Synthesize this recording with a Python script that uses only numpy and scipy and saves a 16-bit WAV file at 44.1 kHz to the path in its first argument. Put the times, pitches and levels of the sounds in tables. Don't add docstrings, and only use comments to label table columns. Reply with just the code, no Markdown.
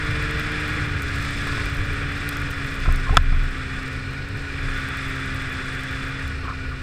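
import sys
import numpy as np
from scipy import signal
from scipy.fft import rfft, irfft
from scipy.io import wavfile

SR = 44100
rng = np.random.default_rng(int(sys.argv[2]) if len(sys.argv) > 2 else 0)


def pcm_store(signal):
    levels = np.round(np.clip(np.atleast_2d(signal), -1, 1) * 32767)
    wavfile.write(sys.argv[1], SR, levels.astype(np.int16).T)


N = 300762
TIME_S = np.arange(N) / SR

# (start [s], end [s], shade change [0 open to 1 shaded], hiss change [dB])
HEAD_MOVES = [(1.079, 1.67, -.12, 3.4), (3.93, 4.549, 0.77, 0.6), (4.62, 6.15, -.17, -.2),
              (6.325, 7, .8, 0.5)]
# (time [s], relative level [dB])
HEADWIND = [(0, 2), (1.8, 2.6), (2.6, 1), (3.7, -2.5), (4.4, -.5), (5.1, -3.2), (6.82, -3.5)]
# (frequency [Hz], relative density [dB])
WIND_SPECTRUM = [(10, -2.5), (35, -0.5), (65, 1), (105, 0), (135, -2), (170, -12), (240, -16), (400, -19.5),
                 (600, -28), (1200, -58)]
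# (time [s], sway [dB], sway hold [s], thud [dB])
TRAIL_BUMPS = [(1.79, -24.5, 0.089, -38), (2.8, -24, 0.051, -40), (2.879, -14, 0.052, -14),
               (3.108, -13, 0.069, -14), (3.172, -10.5, 0.13, -8), (3.322, -9.5, .08, -15.5),
               (4.61, -24.5, 0.12, -45)]
# (time [s], length [s], level [dB], start pitch [Hz], end pitch [Hz])
MOUNT_SQUEAKS = [(3.06, .035, -36, 1150, 1026), (3.085, 0.02, -41, 1070, 1070),
                 (3.115, 0.05, -36, 756, 840), (3.11, 0.094, -37.5, 392, 507),
                 (6.422, 0.059, -38, 1256, 1070), (6.48, .02, -35, 1160, 1140),
                 (6.494, 0.04, -33, 1223, 1100), (6.712, 0.03, -34.5, 1150, 1170)]
# (frequency [Hz], relative level [dB], t60 [s])
CASE_MODES = [(480, -32, 0.058), (723, -3.5, 0.023), (1061, -8, 0.13), (1312, 6, 0.025), (1504, -5, 0.058),
              (1682, -7, 0.05), (2600, -7.5, 0.015), (3460, 3, 0.01), (4420, -18, 0.003),
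              (5120, -11.5, 0.022), (8660, -16, 0.0071)]
# (time [s], gain [dB], contact [ms])
CASE_BLOWS = [(1.468, -26, .3), (1.529, -25, .8), (1.577, -20, 0.79), (2.857, -23, 0.33),
              (2.886, -15, 0.92), (3.092, -11.5, 0.99), (3.326, -20.5, 0.84), (6.48, -24, 0.45),
              (6.497, -31, .4), (6.529, -37, .4)]
# (frequency [Hz], relative density [dB])
SNOW_SPECTRUM = [(2650, -19.5), (3600, 5.5), (4100, 0.5), (4520, 0), (5100, 2.5), (5900, -5.5),
                 (6850, -8.5), (7350, -5.5), (7750, -6.5), (8250, -2.5), (9200, -15.5), (10100, -12),
                 (11200, -27), (15300, -29)]
# (time [s], relative level [dB])
LARGE_GRAINS = [(0.397, -29), (1.0214, -28), (1.6583, -34), (1.7692, -34), (2.2908, -20.5), (2.37, -30),
                (2.5129, -32), (2.925, -29), (2.96, -30), (4.8879, -33), (4.9721, -33), (5.0984, -39),
                (5.8351, -34), (6.2786, -34)]
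# (frequency [Hz], relative density [dB])
TICK_SPECTRUM = [(1000, -10), (4000, 3), (8200, 4.5), (11000, 1), (15000, 2.5)]
# (time [s], firing rate [Hz])
ENGINE_SPEED = [(0.0, 148), (0.09, 150.2), (0.78, 150.2), (1.06, 139.5), (1.61, 142.3), (2.03, 141.2),
                (2.3, 144.2), (2.75, 135.4), (3.06, 132.7), (4.03, 132.1), (4.35, 141.0), (4.73, 134.6),
                (5.45, 133.4), (5.7, 131.3), (6.15, 135.1), (6.82, 130.1)]
# (time [s], effort [dB])
ENGINE_EFFORT = [(0, 2.5), (.78, 2.5), (1, 0), (1.58, 1.9), (1.75, 0.1), (2.3, 0.84), (2.65, -0.2),
                 (4.3, -2.5), (4.8, 0), (6.05, -0.9), (6.82, -4.5)]
# (order [x firing rate], relative level [dB])
EXHAUST_ORDERS = [(.5, -7), (1, 2.5), (1.5, -11.5), (2, 0.5), (2.5, -25), (3, -11.5), (3.5, -19.5),
                  (4, -16), (5, -22), (5.5, -19), (6.5, -21)]
# (frequency [Hz], relative density [dB])
CLATTER_OPEN = [(300, -7.5), (460, -11), (560, -13), (850, -15), (1040, -12), (1150, -2.5), (1560, 0),
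                (1850, 1.5), (2150, -4.5), (2450, -1.5), (2620, -8), (3170, -15), (3750, -17.5),
                (5000, -49)]
CLATTER_SHADED = [(300, -4), (460, 1), (560, -8), (850, -12), (1060, -4.5), (1300, 0), (1850, 3.5),
                  (2110, -4), (2450, 2.5), (2620, -4), (2850, -5.5), (3170, -14), (3350, -15), (5000, -42)]
# (frequency [Hz], width [Hz], level re clatter [dB], change in full shade [dB])
MACHINE_MODES = [(1485.5, 73, -15, 9.5), (1723, 160, -16.5, -11), (2444, 170, -26, 9),
                 (3490, 190, -14.5, -13), (4213, 270, -27, 7.5)]


def gain_of(db):
    return 10 ** (np.asarray(db) / 20)


def unit_rms(x):
    return x / np.sqrt(np.mean(x ** 2) + 1e-20)


def curve(rows):
    return np.interp(TIME_S, *np.transpose(rows))


def add(mix, at_s, sound):
    part = mix[max(round(at_s * SR), 0):][:len(sound)]
    part += sound[:len(part)]


def coloured(x, spectrum):
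    hz, db = np.transpose(spectrum)
    bins_hz = np.fft.rfftfreq(len(x), 1 / SR)
    bins_db = np.interp(np.log(bins_hz + 1), np.log(hz + 1), db)
    return unit_rms(irfft(rfft(x) * gain_of(bins_db), len(x)))


def drift(rate_hz):
    bins_hz = np.fft.rfftfreq(N, 1 / SR)
    return unit_rms(irfft(rfft(rng.standard_normal(N)) / (1 + (bins_hz / rate_hz) ** 4), N))


def resonate(x, hz, width_hz):
    b, a = signal.iirpeak(hz, hz / width_hz, SR)
    return unit_rms(signal.lfilter(b, a, signal.lfilter(b, a, x)))


def head_shadow(turn_s=.17, rest_shade=0.22):
    shade, hiss_db = np.full(N, rest_shade), np.zeros(N)
    for start_s, end_s, depth, db in HEAD_MOVES:
        turned = np.clip(.5 + np.minimum(TIME_S - start_s, end_s - TIME_S) / turn_s, 0, 1)
        shade += depth * turned
        hiss_db += db * turned
    return np.clip(shade, 0, 1), hiss_db


def camera_swing(rise_s=.03, fall_db_per_s=110):
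    swing = np.zeros(N)
    for at_s, db, hold_s, _ in TRAIL_BUMPS:
        rise = np.clip(1 + (TIME_S - at_s) / rise_s, 0, 1)
        fall_db = fall_db_per_s * np.maximum(TIME_S - at_s - hold_s, 0)
        swing = np.maximum(swing, rise * gain_of(db - fall_db))
    return swing


def wind(air_db, swing, base_db=-31.4, gust_db=.7):
    level = gain_of(base_db + air_db + gust_db * drift(4)) * (1 + 1.4 * swing)
    return level * coloured(rng.standard_normal(N), WIND_SPECTRUM)


def mount(swing, sway_hz=29, flex_hz=73, flex_t60_s=0.49, thud_hz=125, thud_t60_s=0.08, rough_at_s=6.2):
    sway = np.sin(2 * np.pi * np.cumsum(sway_hz + 1.8 * drift(12)) / SR)
    sway *= swing * gain_of(1.7 * drift(11))
    ripple = gain_of(-39) * resonate(rng.standard_normal(N), sway_hz, width_hz=14)
    judder = gain_of(-31.5) * resonate(rng.standard_normal(N), flex_hz, width_hz=11)
    out = sway + ripple + judder * np.clip((TIME_S - rough_at_s) / 0.079, 0, 1)
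    t = np.arange(SR // 2) / SR
    for at_s, _, _, db in TRAIL_BUMPS:
        add(out, at_s, gain_of(db - 3 - 60 * t / flex_t60_s) * np.sin(2 * np.pi * flex_hz * t))
        add(out, at_s, gain_of(db - 60 * t / thud_t60_s) * np.sin(2 * np.pi * thud_hz * t))
    return out


def squeaks(wobble=0.063, roughness=0.35):
    out = np.zeros(N)
    slip, grip = 1 + wobble * drift(140), 1 + roughness * drift(120)
    for at_s, length_s, db, start_hz, end_hz in MOUNT_SQUEAKS:
        span = np.arange(round(at_s * SR), round((at_s + length_s) * SR))
        cycles = np.cumsum(np.linspace(start_hz, end_hz, len(span)) * slip[span]) / SR
        envelope = gain_of(db) * np.sqrt(2) * grip[span] * signal.windows.tukey(len(span), .6)
        add(out, at_s, envelope * np.sin(2 * np.pi * cycles))
    return out


def case_ring(contact_ms):
    t = np.arange(SR // 8) / SR
    hz, db, t60_s = np.transpose(CASE_MODES)[:, :, None]
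    modes = gain_of(db - 60 * t / t60_s) * (1 - np.exp(-t * hz)) * np.sin(2 * np.pi * hz * t)
    return (modes / (1 + (hz * contact_ms / 1000) ** 4)).sum(0)


def knocks(hard_at_s=3.17, hard_db=0.41, free_s=0.0069, press_s=0.0058, damping_db=22):
    out = np.zeros(N)
    for at_s, db, contact_ms in CASE_BLOWS:
        add(out, at_s, gain_of(db) * case_ring(contact_ms))
    ring = case_ring(contact_ms=0)
    pressed = np.clip((TIME_S[:len(ring)] - free_s) / press_s, 0, 1)
    add(out, hard_at_s, gain_of(hard_db - damping_db * pressed) * ring)
    return out


def grains(hiss_db, shade, base_per_s=140, spread_db=6.6, shelter_db=24, t60_s=0.0061):
    out, t = np.zeros(N), np.arange(256) / SR
    chance, size = rng.random(N), np.minimum(rng.exponential(1, N), 3)
    rate_per_s = base_per_s * gain_of(4 * drift(5.4) - shelter_db * shade)
    hits = np.flatnonzero(chance < rate_per_s / SR)
    small = [(i / SR, hiss_db[i] - 11 + spread_db * size[i]) for i in hits]
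    large = [(at_s, db + .7) for at_s, db in LARGE_GRAINS]
    for at_s, db in small + large:
        tick = coloured(rng.standard_normal(len(t)), TICK_SPECTRUM)
        add(out, at_s, gain_of(db - 60 * t / t60_s) * tick)
    return out


def snow(hiss_db, shade, split_hz=6000, flutter_db=1.02, flicker_db=0.9, dull_db=5):
    hiss = coloured(rng.standard_normal(N), SNOW_SPECTRUM)
    low = signal.sosfiltfilt(signal.butter(2, split_hz, fs=SR, output="sos"), hiss)
    fizz = (hiss - low) * gain_of(flicker_db * drift(5.2) - dull_db * shade)
    return gain_of(hiss_db + 1 + flutter_db * drift(40)) * (low + fizz)


def track(firings, air_db, lugs_per_firing=.64, base_db=-36, waver_db=3):
    lugs = lugs_per_firing * firings + 0.19 * drift(6.6)
    return gain_of(base_db + 1.1 * air_db + waver_db * drift(11)) * np.sin(2 * np.pi * lugs)


def exhaust(firings, gain_db, waver_db=2.2, pipe_hz=452, half_width_hz=11, pipe_db=7):
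    out, firing_hz = np.zeros(N), np.gradient(firings) * SR
    for order, db in EXHAUST_ORDERS:
        wander_db = waver_db * drift(6.4) * (.3 if order in (1, 2) else 1)
        lift_db = pipe_db / (1 + ((order * firing_hz - pipe_hz) / half_width_hz) ** 2)
        out += gain_of(db + wander_db + lift_db) * np.cos(2 * np.pi * (order * firings + rng.random()))
    return gain_of(gain_db) * np.sqrt(2) * out


def clatter(firings, gain_db, shade, tonal=0.21, throb=0.098, flutter_db=0.72):
    crank_turns = firings / 2 + 0.0028 * drift(20)
    rattle = sum((.6 if k % 2 else 1) * np.cos(2 * np.pi * (k * crank_turns + rng.random()))
                 for k in range(17, 60))
    rush = rng.standard_normal(N) * (1 + throb * np.cos(2 * np.pi * firings))
    drive = rush + tonal * unit_rms(rattle)
    body = (1 - shade) * coloured(drive, CLATTER_OPEN) + shade * coloured(drive, CLATTER_SHADED)
    lagged = signal.hilbert(drive).imag
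    rings = sum(gain_of(db + shade * shade_db) * resonate(lagged, hz, width_hz)
                for hz, width_hz, db, shade_db in MACHINE_MODES)
    return gain_of(gain_db + flutter_db * drift(74)) * (gain_of(-0.5) * unit_rms(body) + rings)


def ducking(x, threshold_db=-8, slope=.68, recover_db_per_s=8, attack_s=0.0052):
    pole = np.exp(-1 / (attack_s * SR))
    power_db = 10 * np.log10(signal.lfilter([1 - pole], [1, -pole], x ** 2) + 1e-12)
    cut_db = slope * np.maximum(power_db - threshold_db, 0)
    recovery_db = recover_db_per_s * TIME_S
    held_db = np.maximum.accumulate(cut_db + recovery_db) - recovery_db
    return gain_of(-signal.lfilter([1 - pole], [1, -pole], held_db))


def scene():
    effort_db, air_db, swing = curve(ENGINE_EFFORT), curve(HEADWIND), camera_swing()
    shade, turned_db = head_shadow()
    exhaust_db = -39.5 + 0.41 * effort_db - 2 * shade
    clatter_db = -30.5 + 1.21 * effort_db - 2.5 * shade
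    hiss_db = -46 + effort_db - 0.4 * shade + turned_db
    firing_hz = curve(ENGINE_SPEED) * (1 + 0.00153 * drift(14.8))
    firings = np.cumsum(firing_hz) / SR
    machine = exhaust(firings, exhaust_db) + clatter(firings, clatter_db, shade) + track(firings, air_db)
    weather = snow(hiss_db, shade) + grains(hiss_db, shade) + wind(air_db, swing)
    return (machine + weather + mount(swing) + knocks() + squeaks())[None]


def record(dry):
    ceiling, cutoff_hz = .92, 15500
    clipped = dry / (1 + (dry / ceiling) ** 6) ** (1 / 6)
    lowpass = signal.firwin(255, cutoff_hz, window=("kaiser", 9), fs=SR)
    return signal.oaconvolve(clipped * ducking(dry[0]), lowpass[None], "same")


dry = scene()
out = record(dry)
pcm_store(out)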